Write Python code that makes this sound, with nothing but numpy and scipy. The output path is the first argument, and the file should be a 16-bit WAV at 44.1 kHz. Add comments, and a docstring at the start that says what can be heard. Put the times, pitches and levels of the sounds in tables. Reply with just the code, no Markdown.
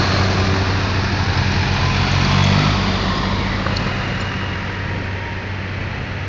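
"""Two diesel tractors passing

One tractor has just gone by: a nearly steady drone of exhaust harmonics, fading with distance.
A slower three-cylinder revs up, passes close and eases off: exhaust thumps, filtered noise for the
clattering block, sine whines for the gears. The engine notes beat together, ironwork clinks, the hitch
clanks once, distant traffic lies underneath, and the microphone input flattens the highest peaks."""
import sys
import numpy as np
from scipy import signal
from scipy.fft import rfft, irfft
from scipy.io import wavfile
from scipy.ndimage import uniform_filter1d, map_coordinates

SR = 44100
rng = np.random.default_rng(int(sys.argv[2]) if len(sys.argv) > 2 else 0)


def unload_audio(sound):
    """Save the sound as a 16-bit wav file, at the path given as the first command line argument."""
    columns = np.transpose(np.atleast_2d(sound))
    # keep every value between -1 and 1, then stretch to whole-number steps
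    steps = np.round(np.clip(columns, -1, 1) * 32767)
    wavfile.write(sys.argv[1], SR, steps.astype(np.int16))


N = 276948
TIME = np.arange(N) / SR

# How the passing tractor is driven: (time [s], mean firing rate [Hz], throttle [0-1])
DRIVE = [(0, 43.23, .7), (.55, 42.64, .7), (.9, 40.85, .58), (1.15, 41.61, .65), (1.4, 43.1, .93),
         (1.75, 44.67, .74), (2, 45.03, .75), (2.3, 46.37, .92), (2.45, 48.07, 1), (2.58, 49.9, 1),
         (2.69, 50.6, .92), (2.76, 49, .3), (2.9, 47.1, .15), (3.2, 46.35, .2), (3.6, 43.21, .2),
         (3.85, 43.25, .74), (4.2, 41.98, .55), (4.5, 42.03, .38), (5.1, 41.35, .25), (5.55, 40.98, .2),
         (5.9, 42.19, .85), (6.28, 44.54, .6)]
# Its straight path past the microphone
CLOSEST_S, DISTANCE_M, SPEED_M_PER_S = 2.647, 5, 5.08
# Parts of its sound: (level abreast at full throttle [dB], change with throttle shut [dB],
# change towards straight ahead [dB], change towards straight behind [dB])
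THUMP = [(-23, -0.5, -1.5, -8), (-15.5, -21, 3.5, -20), (-14, -23, -0.5, -0.5)]  # one row each for exhaust harmonics 1, 2 and 3
BARK = (-20.5, -13, -18, -10)  # gain of the upper exhaust harmonics
GAS = (-31.7, 1, -2.5, 0)
BODY = (-21.5, -3.5, 0.5, 2)
RATTLE = (-26, -3.5, -1.5, -10)
# Upper exhaust harmonics within the bark: (multiple of firing rate, relative level [dB])
OVERTONES = [(4, 1.5), (5, -2.5), (6, -5.5), (7, -10.5), (8, -14), (9, -17.5)]
LOW_CUT_HZ = 33  # the lowest harmonics run ahead in phase, as behind a low-cut here
THUMP_EARLY, KNOCK_LATE, CHUFF_LATE = .14, .09, .27  # timing, in shares of a firing
PUFF_DEPTH = .35  # pulsing of the gas at full throttle
KNOCK_IDLE, KNOCK_LOAD = 0.092, .16  # relative knock: throttle shut, and added at full throttle

# When each side faces the microphone, in the order used by block_colour: (time [s])
VIEW_TIMES = [.2, 1.2, 2.45, 3.2, 4.15, 5.0]
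# Clatter colour from each side: (frequency [Hz], relative level per Hz [dB])
LEAD_REAR_COLOUR = [(310, -37), (520, -6), (702, -1), (937, -6.5), (1070, -0.5), (1240, -4.5), (1350, -5),
                    (1510, -5), (1730, -6), (1990, -10), (2410, -8), (3080, -14), (4290, -11),
                    (6190, -18.5), (7400, -34), (9620, -70), (16300, -120)]
FRONT_COLOUR = [(310, -34), (520, -10.5), (568, -14.5), (614, -4), (867, -0.5), (1210, -5.5), (1670, -1.5),
                (2110, -7.5), (2440, -5.5), (3220, -13), (4200, -6.5), (6060, -17.5), (7400, -38),
                (9620, -76.5), (16300, -120)]
FLANK_COLOUR = [(310, -48.5), (520, -19.5), (608, -5.5), (980, -1.5), (1120, -4), (1690, -8.5),
                (2410, -4.5), (3110, -10), (3400, -6), (3670, -9.5), (4490, -9), (6190, -18), (7400, -33.5),
                (9620, -77), (16300, -120)]
WHEEL_SIDE_COLOUR = [(310, -31.5), (520, -8.5), (776, -8.5), (1100, -4.5), (1560, -14.5), (1910, -11.5),
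                     (2250, -14), (2550, -18), (3290, -11), (4150, -12.5), (4850, -15), (6620, -29),
                     (7400, -37), (9620, -71), (16300, -120)]
REAR_COLOUR = [(310, -27), (520, 2), (664, -4.5), (802, 2), (857, -6.5), (980, -1), (1870, -0.5),
               (2230, -4), (2880, -4.5), (3180, -20.5), (3970, -15), (7000, -31), (7400, -40), (9620, -66),
               (16300, -120)]
FAR_COLOUR = [(310, -32), (520, -4.5), (694, -8.5), (916, -5), (991, -9.5), (1240, -8.5), (1490, -7),
              (1850, -5.5), (2600, -8), (3630, -21.5), (4150, -20), (6260, -30), (7400, -45), (9620, -66),
              (16300, -120)]
# Passing coloured bands in the clatter, some gliding as the ground reflection shifts:
# (time [s], spread [s], frequency at that time [Hz], width [Hz], boost or cut [dB], glide [Hz/s])
PASSING_BANDS = [(.05, 0.34, 4220, 248, 8, -1), (1.5, 1, 2460, 110, 3, -1), (1.65, .25, 860, 35, 5, -68),
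                 (4.52, 0.28, 1280, 150, 3.5, 0), (2.45, .2, 3380, 55, 6, 450),
                 (2.9, .45, 4680, 70, 7.5, 520), (2.68, .15, 3760, 90, 4.5, 0),
                 (3.1, .35, 3700, 90, 4.5, 550), (3.19, .13, 1830, 120, 9, 1), (3.42, .14, 2200, 150, 8, 0),
                 (3.54, 0.081, 1970, 82, 9, -600), (2.6, 0.12, 2150, 80, -2.5, -600),
                 (3.42, 0.23, 900, 35, 7, -330), (2.06, 0.12, 3370, 50, 7.5, -300),
                 (2.5, .1, 2000, 90, 4.5, -600), (2.61, 0.11, 1300, 60, 8.5, 1.5),
                 (3.85, 0.21, 2500, 70, 7.5, -1), (4.3, 0.45, 2870, 75.6, 7.5, 1),
                 (5.0, 0.83, 1900, 170, 3.5, 0.5), (5.95, .35, 4200, 220, 3, 2)]
# Clatter chuffs with the firings, heard from behind: (time [s], spread [s], depth [0-1])
REAR_CHUFF = (4.4, .6, .12)

# Main gear pitch, following road speed: (time [s], mean frequency [Hz])
GEAR_PITCH = [(1.5, 1000), (1.8, 1014), (1.97, 1019), (2.25, 1046), (2.42, 1066), (2.66, 1110), (2.8, 1097),
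              (2.92, 1072), (3.05, 1076), (3.22, 1056), (3.42, 1018), (4, 968), (4.22, 951), (4.42, 960),
              (4.8, 945), (5.1, 941), (5.5, 929)]
SHRILL_RATIO = 3.163  # faster gear's pitch over the main one
# Beams of the gear whines, before flutter and fading: (time [s], spread [s], level [dB])
WHINE = [(1.89, .16, -28.5), (2.32, .12, -27), (2.72, .14, -29.5), (3.14, .16, -28.5), (4.4, .45, -37.5),
         (5.2, .35, -36.5)]
SHRILL_WHINE = [(2.45, .15, -32.5), (3.05, .2, -34)]
WHINE_OCTAVE = (4.9, 0.79, -40.5)
WHINE_TWELFTH = (4.3, 0.38, -39)

CLANK_S = 3.6645
# Modes of the hitch dropping on its stop:
# (frequency [Hz], level before the attack [dB], 60 dB decay [s])
HITCH = [(140, -9, .04), (330, -9.5, .02), (560, -9.5, .018), (860, -9, .014), (1150, -3, .018),
         (1480, -6, .014)]
# Loose ironwork: (time [s], main ring level before the attack [dB], frequency [Hz], 60 dB decay [s])
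CLINKS = [(1.237, -19, 5260, .022), (1.375, -18.5, 5200, .027), (1.519, -21, 5606, .024),
          (1.739, -24, 5940, .019), (2.115, -22, 6600, .021), (2.249, -12, 4610, .019),
          (2.439, -19, 6360, .029), (3.176, -21, 5080, .026), (3.764, -21, 5270, .015),
          (3.768, -11, 4150, .012), (3.769, -8, 4390, 0.017), (3.77, -28, 6700, .02),
          (4.203, -28, 5300, 0.034), (4.209, -22, 4194, .025), (4.211, -28.5, 6980, .04),
          (5.051, -46, 7120, .037)]

# Revs of the leading tractor: (time [s], mean firing rate [Hz])
LEAD_SPEED = [(0, 94.9), (.25, 95.86), (.55, 95.65), (1.1, 96.12), (1.6, 96.8), (2.3, 96.68), (3, 95.39),
              (3.6, 96.3), (4.3, 95.94), (5, 95.59), (5.6, 95.44), (6.28, 95.73)]
LEAD_DOUBLING_S = 2.07  # time to twice its starting distance
# When its rear faces the microphone: (time [s], spread [s])
REAR_FACING = (0.52, 0.33)
# Parts of its sound: (level at starting distance [dB], change per doubling of distance [dB],
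# change with the rear facing us [dB])
LEAD_DRONE = (-16.5, -5, 0.92)
LEAD_RASP = (-34.5, -6, 9.1)
LEAD_GAS = (-28, -7.5, -1)
LEAD_BODY = (-21, -12, -.5)
LEAD_RATTLE = (-25.5, -16.5, -1)
LEAD_WHINE = (-46, -10, 16.5)
# Its second harmonic, before the lift in leading_exhaust: (time [s], level [dB])
LEAD_OCTAVE = [(0.0, -31), (0.44, -25), (0.82, -38), (0.98, -31.5), (2.2, -26.5), (3.1, -26.5),
               (5.51, -39.5), (6.28, -49)]
# Its rasp, in thirds where the cylinders differ: (multiple of firing rate, relative level [dB])
LEAD_ORDERS = [(1 / 3, -11), (2 / 3, -6), (4 / 3, -4), (5 / 3, -4), (3, -3.3), (11 / 3, -10), (4, -.5),
               (5, -13), (6, -12)]
WAVER, WAVER_PER_S = .08, .032  # drone waver: starting depth, and depth added per second
LEAD_GEAR_ORDER = 12.5  # whine cycles per firing

# Exhaust gas noise: (frequency [Hz], relative level per Hz [dB])
RUMBLE = [(15, -13.5), (30, -5), (55, -5.5), (120, 1.5), (175, 2.7), (240, 0.7), (330, -2), (410, -3),
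          (480, -5), (560, -12.5), (750, -54.5)]
# Boom of the surrounding traffic: (frequency [Hz], relative level per Hz [dB])
BOOM = [(15, -24), (30, -9), (50, -4.5), (70, 4.5), (90, 0), (125, -5), (170, -8.5), (300, -50)]
BOOM_DB = -33.5  # between the bass swells
# Brief bass swells, in full on the passing exhaust note: (time [s], spread [s], boost [dB])
BASS_SWELLS = [(3.6, .4, 2), (4.95, .1, 7.5), (5.81, .05, 4.5), (6.08, .1, 4)]
# Surrounding traffic noise: rumble (between the swells), clatter and its treble
STREET_GAS_DB, STREET_BODY_DB, STREET_RATTLE_DB = -43.5, -36.5, -44.5

OVERLOAD = 0.4  # peak amplitude the input approaches
EDGE_HZ = 7600  # upper band limit


def passing_exhaust(turns):
    """Slow, heavy pulses: harmonics line up in one thump a firing, the higher ones rougher."""
    firing_hz = curves(DRIVE)[0]

    def harmonic(k, rough):
        """One exhaust harmonic with a wavering level and the low-cut's phase lead."""
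        ahead = np.arctan(LOW_CUT_HZ / (k * firing_hz))
        phase = 2 * np.pi * k * (turns + THUMP_EARLY) + ahead
        return -(1 + rough * wander(10)) * np.cos(phase)

    note = sum(passing(*part) * harmonic(k, rough=0.053) for k, part in enumerate(THUMP, 1))
    rasp = sum(amp(db) * harmonic(k, rough=0.15) for k, db in OVERTONES)
    return amp(bass_swell_db()) * note + passing(*BARK, narrowness=1.2) * rasp


def clatter(turns, lead_turns):
    """Combustion knocks and valve ticks excite the block, whose colour turns with the tractor."""
    knock_depth = KNOCK_IDLE + KNOCK_LOAD * throttle()
    knocks = knock_depth * bursts(turns - KNOCK_LATE, decay=0.4, uneven_db=5.0)
    chuff = swell(*REAR_CHUFF) * np.cos(2 * np.pi * (turns - CHUFF_LATE))
    lead_knocks = 0.019 * bursts(lead_turns, decay=0.25, uneven_db=-3.0)
    pulsing = np.maximum(1 + 0.45 * knocks + chuff + lead_knocks, .1)

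    # Random ticks, about 500 a second
    ticks = (rng.random(N) < 500 / SR) * rng.uniform(-0.99, 1, N)
    impacts = rng.standard_normal(N) + .75 * cycle_pattern(turns) + 0.37 * unit(ticks)

    hz, t, spectrum = signal.stft(impacts * pulsing, SR, nperseg=1024, noverlap=768)
    coloured = spectrum * amp(block_colour(hz, t))
    sound = signal.istft(coloured, SR, nperseg=1024, noverlap=768)[1][:N]

    body, rattle = band(sound, 430, 3000), band(sound, 3000, 9000)
    body_gain = together(passing(*BODY), leaving(*LEAD_BODY), amp(STREET_BODY_DB))
    rattle_gain = together(passing(*RATTLE), leaving(*LEAD_RATTLE), amp(STREET_RATTLE_DB))
    return body_gain * body / running_rms(body) + rattle_gain * rattle / running_rms(rattle)


def cycle_pattern(turns, size=3000):
    """Valves, injectors and pistons repeat one pattern of impacts every three firings."""
    pattern = rng.standard_normal(size)
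    position = turns / 3 % 1 * size
    return unit(map_coordinates(pattern, [position], order=1, mode="grid-wrap"))


def block_colour(hz, t, lobes_db=1.0):
    """dB by frequency and time: the side facing us, passing bands, some gliding, and slow random lobes."""
    views = [LEAD_REAR_COLOUR, FRONT_COLOUR, FLANK_COLOUR, WHEEL_SIDE_COLOUR, REAR_COLOUR, FAR_COLOUR]
    # Each view crossfades into the next
    shares = [np.interp(t, VIEW_TIMES, one_hot) for one_hot in np.eye(len(views))]
    colour_db = sum(np.outer(read(view, hz), share) for view, share in zip(views, shares))

    for s, spread, centre_hz, width_hz, db, glide in PASSING_BANDS:
        off_hz = hz[:, None] - centre_hz - glide * (t - s)
        colour_db += db * np.exp(-(off_hz / width_hz) ** 2 - ((t - s) / spread) ** 2)

    lobes = uniform_filter1d(rng.standard_normal(colour_db.shape), size=2, axis=0)
    lobes = uniform_filter1d(lobes, size=45, axis=1)
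    return colour_db + lobes_db * unit(lobes)


def passing_gears():
    """Two gears in one transmission rise and fall together; the main one has two overtones."""
    meshes = crank(curves(GEAR_PITCH)[0], jitter=0.00064)
    partials = [WHINE, [WHINE_OCTAVE], [WHINE_TWELFTH]]
    low = sum(gears(meshes, k, beams(*rows)) for k, rows in enumerate(partials, 1))
    return low + gears(meshes, SHRILL_RATIO, beams(*SHRILL_WHINE))


def gears(turns, teeth, gain, flutter=0.25, fading_db=2.6):
    """Teeth sing at a multiple of shaft speed, fluttering with the backlash and fading in and out."""
    mesh = 2 * np.pi * teeth * turns + flutter * wander(25)
    tone = np.sin(mesh) + amp(-16.5) * np.sin(2 * mesh)
    fading = unit(amp(fading_db * np.tanh(wander(4.2))))
    return gain * fading * (1 + flutter * wander(8.9)) * tone


def hitch(attack_s=0.00063):
    """The hitch drops against its stop: its decaying modes make a thud under a short ring."""
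    t = np.maximum(TIME - CLANK_S, 0)
    modes = sum(amp(db - 60 * t / t60) * np.sin(2 * np.pi * hz * t) for hz, db, t60 in HITCH)
    return -(1 - np.exp(-t / attack_s)) * modes


def ironwork(scrape=.07, clang=0.27):
    """Links and pins jolt: a brief main ring, a cluster of weaker modes round it and a scrape."""
    out, t = np.zeros(N), np.arange(SR // 10) / SR
    for s, db, hz, t60 in CLINKS:
        cluster_hz = hz * rng.uniform(.88, 1.35, size=8)
        cluster = np.sin(2 * np.pi * np.outer(cluster_hz, t)).sum(0)
        ring = np.sin(2 * np.pi * hz * t) + clang * unit(cluster)
        ring += scrape * rng.standard_normal(len(t))
        hit = amp(db - 60 * t / t60) * (1 - np.exp(-t / 0.00069)) * ring
        part = out[round(s * SR):][:len(t)]
        part += hit[:len(part)]  # writes into out
    return out


def leading_exhaust(turns, octave_db=2.5):
    """A drone of two wavering harmonics, with weak side orders from unequal cylinders."""
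    gains = leaving(*LEAD_DRONE), amp(curves(LEAD_OCTAVE)[0] + octave_db)
    depth = WAVER + WAVER_PER_S * TIME
    note = 0
    for k, gain in enumerate(gains, 1):
        phase = 2 * np.pi * (k * turns - (k - 1) / 4)
        note = note + gain * (1 + depth * wander(9)) * np.cos(phase)

    rasp = 0
    for k, db in LEAD_ORDERS:
        phase = 2 * np.pi * (k * turns + rng.random())
        rasp = rasp + amp(db) * (1 + 0.2 * wander(7.5)) * np.cos(phase)
    return note + leaving(*LEAD_RASP) * rasp


def rumble(turns, swell_share=.3, boom_share=0.49):
    """Turbulent gas leaves the pipe in puffs, over the boom of the surrounding traffic."""
    hz = np.fft.rfftfreq(N, 1 / SR)
    pulses = bursts(turns + THUMP_EARLY, decay=0.41, uneven_db=1.5)
    puffs = rng.standard_normal(N) * (1 + PUFF_DEPTH * throttle() * pulses)
    gas = irfft(rfft(puffs) * amp(read(RUMBLE, hz)), N)
    boom = irfft(rfft(rng.standard_normal(N)) * amp(read(BOOM, hz)), N)

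    # Gas levels refer to its 236-462 Hz band; gas and boom take part of the bass swells
    gas_gain = together(passing(*GAS), leaving(*LEAD_GAS), amp(STREET_GAS_DB))
    gas_gain = gas_gain * amp(swell_share * bass_swell_db())
    boom_gain = amp(BOOM_DB + boom_share * bass_swell_db())
    return gas_gain * gas / running_rms(band(gas, 236, 462)) + boom_gain * unit(boom)


def crank(firing_hz, jitter):
    """Counts cycles of a rate (firings or gear meshes) that hunts slightly."""
    return np.cumsum(firing_hz * (1 + jitter * wander(10.9))) / SR


def bursts(turns, decay, uneven_db):
    """One dying burst a firing, each of its own strength; mean 0, rms 1."""
    chance = np.clip(rng.standard_normal(4096), -1.6, 1.6)
    strength = amp(uneven_db * chance)[turns.astype(int) % 4096]
    shape = uniform_filter1d(strength * np.exp(-(turns % 1) / decay), 30)
    return unit(shape - shape.mean())


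def throttle():
    """How hard the passing tractor pulls, 0-1."""
    return np.clip(curves(DRIVE)[1], 0, 1)


def passing(db, shut_db, ahead_db, behind_db, narrowness=3.1):
    """Gain of a passing part: 1 / distance, throttle, and the end that it turns to us."""
    along = SPEED_M_PER_S * (TIME - CLOSEST_S)
    distance = np.hypot(along, DISTANCE_M)
    end_db = np.where(along < 0, ahead_db, behind_db)
    facing_db = end_db * abs(along / distance) ** narrowness
    return amp(db + shut_db * (1 - throttle()) + facing_db) * DISTANCE_M / distance


def leaving(db, doubling_db, rear_db):
    """Gain of a leading part: it falls with distance and changes as the rear swings past."""
    doublings = np.log2(1 + TIME / LEAD_DOUBLING_S)
    return amp(db + doubling_db * doublings + rear_db * swell(*REAR_FACING))


def beams(*rows):
    """Gain of a whine whose beams sweep past the microphone."""
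    return sum(amp(db) * swell(s, spread) for s, spread, db in rows)


def bass_swell_db():
    """All the swells of the bass, in dB."""
    return sum(swell(*row) for row in BASS_SWELLS)


def swell(s, spread, height=1):
    """A smooth rise and fall around one moment."""
    return height * np.exp(-((TIME - s) / spread) ** 2)


def together(*gains):
    """Unrelated noises add in power."""
    return np.sqrt(sum(g ** 2 for g in gains))


def amp(db):
    """Decibels to gain."""
    return 10 ** (np.asarray(db) / 20)


def unit(x):
    """Scales to rms 1."""
    return x / np.sqrt(np.mean(x ** 2) + 1e-20)


def curves(rows, t=TIME):
    """Each column of a table, joined by straight lines in time."""
    s, *columns = np.transpose(rows)
    return [np.interp(t, s, c) for c in columns]


def read(points, hz):
    """A spectrum in dB, interpolated on a log-frequency axis."""
    f, db = np.transpose(points)
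    return np.interp(np.log(hz + 1), np.log(f + 1), db)


def wander(hz):
    """Slow random motion of rms 1, up to about this rate."""
    f = np.fft.rfftfreq(N, 1 / SR)
    return unit(irfft(rfft(rng.standard_normal(N)) * np.exp(-(f / hz) ** 2), N))


def band(x, lo_hz, hi_hz):
    """The part of x between two frequencies."""
    f = np.fft.rfftfreq(N, 1 / SR)
    return irfft(rfft(x) * ((f >= lo_hz) & (f < hi_hz)), N)


def running_rms(x):
    """Level over a quarter of a second."""
    return np.sqrt(uniform_filter1d(x ** 2, SR // 4) + 1e-20)


def scene():
    """Both tractors, each exhaust locked to its own crankshaft, with ironwork and traffic."""
    turns = crank(curves(DRIVE)[0], jitter=0.00071)
    lead_turns = crank(curves(LEAD_SPEED)[0], jitter=0.00078)
    passing_tractor = passing_exhaust(turns) + passing_gears() + hitch() + ironwork()
    lead_whine = gears(lead_turns, LEAD_GEAR_ORDER, leaving(*LEAD_WHINE))
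    leading_tractor = leading_exhaust(lead_turns) + lead_whine
    shared_noise = clatter(turns, lead_turns) + rumble(turns)  # both tractors and the traffic
    return (passing_tractor + leading_tractor + shared_noise)[None]


def record(dry):
    """The input flattens the highest peaks; then a dull top end and the band limit."""
    clipped = dry / (1 + (dry / OVERLOAD) ** 12) ** (1 / 12)
    hz = np.fft.rfftfreq(N, 1 / SR)
    dulled = irfft(rfft(clipped) / np.sqrt(1 + (hz / 6900) ** 9), N)
    low_pass = signal.firwin(255, EDGE_HZ, window=("kaiser", 9), fs=SR)
    return signal.oaconvolve(dulled, low_pass[None], "same")


dry = scene()
out = record(dry)
unload_audio(out)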